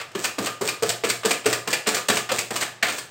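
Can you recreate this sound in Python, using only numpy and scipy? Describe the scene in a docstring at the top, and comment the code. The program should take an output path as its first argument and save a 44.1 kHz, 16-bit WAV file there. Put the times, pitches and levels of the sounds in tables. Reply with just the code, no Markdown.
"""A kitchen counter, one microphone near a plastic bowl: a wire whisk beats batter at nearly five
strokes a second. Each stroke plunges in with a hollow plop of trapped air, thuds, scrapes through the
batter and clatters against the wall, where slipping wires chirp. After a short break the whisk knocks
the bowl once more. Behind it the hard room rings after every stroke, with a faint low boom."""
import sys
import numpy as np
from scipy import signal
from scipy.fft import rfft, irfft, next_fast_len
from scipy.io import wavfile

SR = 44100
rng = np.random.default_rng(int(sys.argv[2]) if len(sys.argv) > 2 else 0)


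def store_wav(level_fs):
    """Save 16-bit WAV to argv[1]."""
    pcm = np.round(np.clip(np.atleast_2d(level_fs), -1, 1) * 32767)
    wavfile.write(sys.argv[1], SR, pcm.T.astype(np.int16))


N = 136710
T = np.arange(N) / SR


def from_db(db):
    """Decibels to gain."""
    return 10 ** (np.asarray(db) / 20)


def rms_one(x):
    """Scale to an rms of 1."""
    return x / np.sqrt(np.mean(x ** 2) + 1e-20)


def at_hz(points, hz):
    """Read a table on a log-frequency axis."""
    freqs, values = np.transpose(points)
    return np.interp(np.log(np.maximum(hz, 1)), np.log(freqs), values)


def lag(x, seconds):
    """One-pole smoothing."""
    pole = np.exp(-1 / (seconds * SR))
    return signal.lfilter([1 - pole], [1, -pole], x)


def colour(x, spectrum):
    """Minimum-phase filter of unit power gain: only the shape of the spectrum counts."""
    size = 2 * next_fast_len(N)
    gain = rms_one(from_db(at_hz(spectrum, np.arange(size // 2 + 1) * SR / size)))
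    cepstrum = irfft(np.log(gain))
    cepstrum[1:size // 2] *= 2
    cepstrum[size // 2 + 1:] = 0
    return irfft(rfft(x, size) * np.exp(rfft(cepstrum)))[:N]


def ring(x, modes):
    """Drive a set of decaying modes of alternating sign."""
    out = np.zeros(N)
    for k, (hz, db, t60) in enumerate(modes):
        radius, angle = np.exp(-np.log(1000) / (t60 * SR)), 2 * np.pi * hz / SR
        mode = signal.lfilter([0, np.sin(angle)], [1, -2 * radius * np.cos(angle), radius ** 2], x + 1e-18)
        out += (-1) ** k * from_db(db) * mode
    return out


def envelope(start_s, rise_s, hold_s, fade_s):
    """Linear rise, full level until hold_s after the start, exponential fade."""
    t = T - start_s
    return np.clip(t / rise_s, 0, 1) * np.exp(-np.clip((t - hold_s) / fade_s, 0, 20))


def contacts(env, per_s=3800, spread_db=4.5):
    """Wire contacts: random clicks of uneven size, carrying the energy of the envelope."""
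    clicks = (rng.random(N) < per_s / SR) * rng.choice([-1, 1], N)
    sizes = from_db(spread_db * np.clip(rng.standard_normal(N), -2, 2))
    return rms_one(env * clicks * sizes) * np.sqrt(np.mean(env ** 2))


# Room tone all around the microphone: freq_hz, relative_db
AIR_SPECTRUM = [(20, 12), (60, -10), (115, 8), (250, -5), (700, 1), (2000, -4.5), (8000, -16), (15000, -47)]

def room_air():
    """Still kitchen air: faint, steady, dark noise."""
    return from_db(-48) * colour(rng.standard_normal(N), AIR_SPECTRUM)


# How long the kitchen rings: freq_hz, t60_s
ROOM_DECAY = [(100, 0.35), (400, 0.33), (1500, 0.32), (4000, 0.36), (8000, 0.33), (15000, .30)]
# Colour of the sound coming back from the walls: freq_hz, relative_db
ROOM_SPECTRUM = [(100, -3), (400, -0.5), (1500, -2), (4000, -2.5), (8000, -4), (15000, -3)]

def kitchen(x, echo_onset_s=0.0064, wash_onset_s=0.00082):
    """Hard walls return dense echoes and a diffuse wash, dying band by band; one low mode lingers."""
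    t, tail, wash = T[:SR // 2], 0, 0
    white, walls = rng.standard_normal((2, N)), rng.standard_normal((2, len(t)))
    onset = np.minimum(t / echo_onset_s, 1) ** 2
    edges_hz = np.geomspace(400, 17300, 25) - 300
    for k, (low, high) in enumerate(zip(edges_hz, edges_hz[1:])):
        hz = np.sqrt(low * high)
        band = signal.butter(2, [low, high], "band", fs=SR, output="sos")
        gain = from_db(at_hz(ROOM_SPECTRUM, hz))
        decay_s = at_hz(ROOM_DECAY, hz) / np.log(1000)
        echoes = signal.sosfilt(band, walls[k % 2]) * onset * np.exp(-t / decay_s)
        tail += gain * echoes * np.sqrt(2 * (high - low) / SR / np.sum(echoes ** 2))
        # the wash is noise that follows the energy lingering in the band
        power = signal.sosfilt(band, x + 1e-12 * white[0]) ** 2
        energy = lag(lag(power, wash_onset_s), decay_s / 2)
        wash += gain * np.sqrt(energy) * rms_one(signal.sosfilt(band, white[k % 2]))
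    reflections = signal.fftconvolve(x, tail)[:N]
    boom = ring(x, [(118.5, 0, 0.7)])   # pitch_hz, gain_db, t60_s
    return from_db(-2.5) * reflections + from_db(-4) * wash + from_db(-49) * boom


# Wires slipping on the bowl wall: start_s, pitch_hz, level_db
WIRE_SLIPS = [(0.246, 2700, -24), (0.465, 2500, -28.5), (0.682, 2350, -24), (0.898, 1770, -26),
              (1.100, 2430, -19.5), (1.310, 2420, -22.5), (1.527, 2130, -29), (1.73, 2170, -18.5),
              (1.943, 2220, -24), (2.169, 2350, -24), (2.384, 2260, -21), (2.62, 1950, -24)]

def chirps(width_hz=400):
    """Wires slide on the plastic in short, rough notes of narrow-band noise."""
    out = np.zeros(N)
    t60_s = np.log(1000) / (np.pi * width_hz)
    for start_s, pitch_hz, level_db in WIRE_SLIPS:
        note = ring(rng.standard_normal(N), [(pitch_hz, 0, t60_s)])
        env = envelope(start_s, rise_s=0.0023, hold_s=0.007, fade_s=0.0034)
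        out += from_db(level_db) * rms_one(note * env) * np.sqrt(np.mean(env ** 2))
    return out


# The plastic wall, struck hard: freq_hz, relative_db
KNOCK_SPECTRUM = [(60, -50), (300, -27), (1100, -15), (1450, -6), (1720, 1), (2000, -2), (2300, 0),
                  (2700, -11), (4200, -13.5), (6000, -45)]

def knock():
    """One last hard blow with a short rattle makes the plastic wall clack."""
    blow = envelope(start_s=2.8255, rise_s=0.00061, hold_s=0.0073, fade_s=0.0075)
    return from_db(-12) * colour(contacts(blow), KNOCK_SPECTRUM)


def plop(start_s, pitch_hz, hold_s=0.016, glide_per_s=1.7):
    """A plunge traps an air pocket that sounds briefly, rising through pitch_hz."""
    glide = 1 + glide_per_s * np.clip(T - start_s - hold_s, -hold_s, hold_s)
    tone = np.sin(2 * np.pi * np.cumsum(pitch_hz * glide * (T >= start_s)) / SR)
    return envelope(start_s, rise_s=0.0057, hold_s=hold_s, fade_s=0.004) * tone


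# Dull thud of the full bowl: freq_hz, relative_db
THUD_SPECTRUM = [(55, -31), (110, -15), (210, -1), (290, -5), (420, -4), (700, -9), (1200, -11),
                 (3000, -37.5)]
# Resonances of the bowl of batter: pitch_hz, gain_db, t60_s
BOWL_RESONANCES = [(221, -1, 0.22), (323, -8, 0.19), (437, 8, 0.25), (530, 1, 0.25), (689, -1, 0.63)]
# Wet crackle as the wires part the batter: freq_hz, relative_db
DRAG_SPECTRUM = [(50, -10), (120, -15), (400, 5), (900, 0), (2000, 0), (5500, -3), (8300, 2), (10000, -19),
                 (15000, -10)]
# Plunges into the batter: start_s, plop_db, pitch_hz, thud_db, drag_s, drag_db
WHISK_STROKES = [(0.149, -24, 394, -28.5, 0.13, -35.5), (0.381, -26, 406, -21, 0.083, -33.5),
                 (0.609, -22.5, 399, -22, 0.081, -31.5), (0.822, -15.5, 458.6, -21, 0.065, -33.5),
                 (1.035, -18, 466, -23, 0.064, -32), (1.247, -15, 450, -24, 0.089, -30.5),
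                 (1.456, -14, 438, -22, 0.093, -29.5), (1.67, -25.5, 444, -25.5, 0.047, -27.5),
                 (1.868, -25.5, 437, -22.5, 0.12, -31), (2.089, -40, 513, -22.5, 0.11, -29.5),
                 (2.312, -19, 530, -26, 0.1, -30.5), (2.506, -31, 476, -25, 0.076, -32.5),
                 (2.826, -38, 500, -29, .16, -33)]

def strokes():
    """The whisk plops in, thuds the bowl and drags through the batter; returns (bowl, plops)."""
    plops, thuds, drags = np.zeros((3, N))
    for start_s, plop_db, pitch_hz, thud_db, drag_s, drag_db in WHISK_STROKES:
        plops += from_db(plop_db) * plop(start_s, pitch_hz)
        plunge = envelope(start_s, rise_s=0.0024, hold_s=0.015, fade_s=0.011)
        thuds += from_db(thud_db) * contacts(plunge)
        sweep = envelope(start_s, rise_s=0.044, hold_s=drag_s, fade_s=0.0073)
        drags += from_db(drag_db) * contacts(sweep, per_s=900)
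    body = from_db(-1) * colour(thuds, THUD_SPECTRUM) + from_db(-45.5) * ring(thuds, BOWL_RESONANCES)
    scrape = from_db(2) * colour(drags, DRAG_SPECTRUM)
    return body + scrape, from_db(2.5) * plops


# Bright tick of the wires: freq_hz, relative_db
TICK_SPECTRUM = [(60, -71), (300, -48.5), (1500, -8.5), (3000, -7), (4500, 0.5), (5800, -4.5), (7000, -0.5),
                 (8400, 1.5), (10000, -19.5), (12000, -16.5), (14000, -11), (16000, -16)]
# Clack of the plastic: freq_hz, relative_db
CLACK_SPECTRUM = [(60, -40.5), (150, -13.5), (400, -6.5), (650, -0.5), (900, -6), (1200, -0.5),
                  (2200, -1.5), (3200, -5), (5000, -15), (10000, -31.5)]
# Resonances of the whisk: pitch_hz, gain_db, t60_s
WHISK_RESONANCES = [(1216.7, 1, 0.25), (1360, -26, 0.056), (1695, -33.5, 0.27), (1712, -0.5, 0.34),
                    (1837, -5, 0.05), (2008, 3, 0.027), (2310, -4.5, 0.022), (2336, 12.5, 0.044),
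                    (2560, -41.5, .05)]
# Wires hitting the wall, in the foreground: start_s, tick_db, clack_db, rise_s, hold_s
WALL_HITS = [(0.000, -38, -30, 0.00067, 0.02), (0.116, -48, -47, .001, .003),
             (0.150, -33.5, -26, 0.00074, 0.0069), (0.238, -20, -23, 0.0075, 0.018),
             (0.383, -27, -25.5, 0.0012, 0.0075), (0.458, -21.5, -27, 0.00088, 0.0025),
             (0.466, -26, -21.5, .003, .008), (0.611, -28, -30.5, 0.0013, 0.0081),
             (0.675, -20.5, -27.5, 0.0012, 0.0019), (0.686, -22, -21.5, 0.0027, 0.0063),
             (0.823, -23, -26.5, 0.002, 0.0027), (0.831, -22.5, -21, 0.0012, 0.0034),
             (0.891, -15.5, -34, 0.0013, 0.0033), (0.898, -22.5, -19.5, 0.0038, 0.0053),
             (1.037, -30, -20.5, 0.00064, 0.01), (1.046, -23, -35, 0.0012, 0.003),
             (1.088, -22, -30, 0.0053, 0.0055), (1.098, -15, -21.5, 0.0026, 0.0053),
             (1.233, -41, -30, .001, 0.012), (1.25, -22, -23, 0.00092, .003),
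             (1.256, -17, -19, 0.00052, .004), (1.308, -18, -17.5, 0.00079, 0.0064),
             (1.442, -42, -31, 0.0017, .006), (1.457, -18, -19.5, 0.0023, 0.0092),
             (1.527, -18.5, -20, .002, 0.0056), (1.674, -25, -23, 0.0024, 0.0073),
             (1.728, -16, -18, 0.0033, 0.0048), (1.737, -24, -21.5, 0.0028, .006),
             (1.862, -47, -27, .001, 0.0065), (1.869, -19, -22, 0.0022, 0.011),
             (1.886, -19, -19.5, 0.0018, 0.0056), (1.944, -19, -25.5, .003, 0.0082),
             (1.967, -27, -23.5, 0.00099, 0.0039), (2.084, -15, -13.5, 0.0028, 0.0047),
             (2.099, -15.5, -12.5, 0.00077, 0.0035), (2.153, -26, -36, 0.0034, 0.0059),
             (2.168, -21, -19.5, 0.0033, 0.0063), (2.29, -33, -24.5, .001, 0.018),
             (2.315, -20.5, -20, 0.0025, 0.0061), (2.382, -16.5, -24, 0.0094, 0.0078),
             (2.506, -27, -26, 0.0009, 0.0043), (2.555, -21, -19.5, 0.009, 0.011),
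             (2.603, -22.5, -26, .008, 0.014), (2.621, -24, -20, 0.0045, 0.0097),
             (2.827, -20.5, -19.5, 0.00043, .006), (2.844, -29, -22.5, 0.0012, 0.0018),
             (2.884, -30.5, -25, 0.0013, 0.018), (2.983, -29, -32, 0.0018, 0.011)]

def clatters():
    """The wires hit the bowl in quick succession: bright ticks, a plastic clack and a faint ring."""
    ticks, clacks = np.zeros((2, N))
    for start_s, tick_db, clack_db, rise_s, hold_s in WALL_HITS:
        env = envelope(start_s, rise_s, hold_s, fade_s=0.0063)
        ticks += from_db(tick_db) * contacts(env)
        clacks += from_db(clack_db) * contacts(env)
    wires = from_db(0.5) * colour(ticks, TICK_SPECTRUM)
    plastic = from_db(1) * colour(clacks, CLACK_SPECTRUM)
    return wires + plastic + from_db(-39.5) * ring(clacks, WHISK_RESONANCES)


def scene():
    """At the counter, in mono: whisk and bowl in front, the kitchen behind."""
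    wires = clatters() + chirps()
    bowl, plops = strokes()
    whisking = wires + bowl + knock()
    room = kitchen(whisking + from_db(-6) * plops)   # plops sound deep in the bowl and reach the room less
    return (from_db(-2.5) * (whisking + plops + room) + room_air())[None]


def record(dry, low_cut_hz=78, high_cut_hz=15800, ceiling=0.8):
    """The microphone drops the deep bass, peaks are rounded and the top is cut."""
    low_cut = signal.butter(2, low_cut_hz, "high", fs=SR, output="sos")
    high_cut = signal.ellip(10, 0.1, 80, high_cut_hz, fs=SR, output="sos")
    rounded = ceiling * np.tanh(signal.sosfilt(low_cut, dry) / ceiling)
    return signal.sosfilt(high_cut, rounded)


dry = scene()
out = record(dry)
store_wav(out)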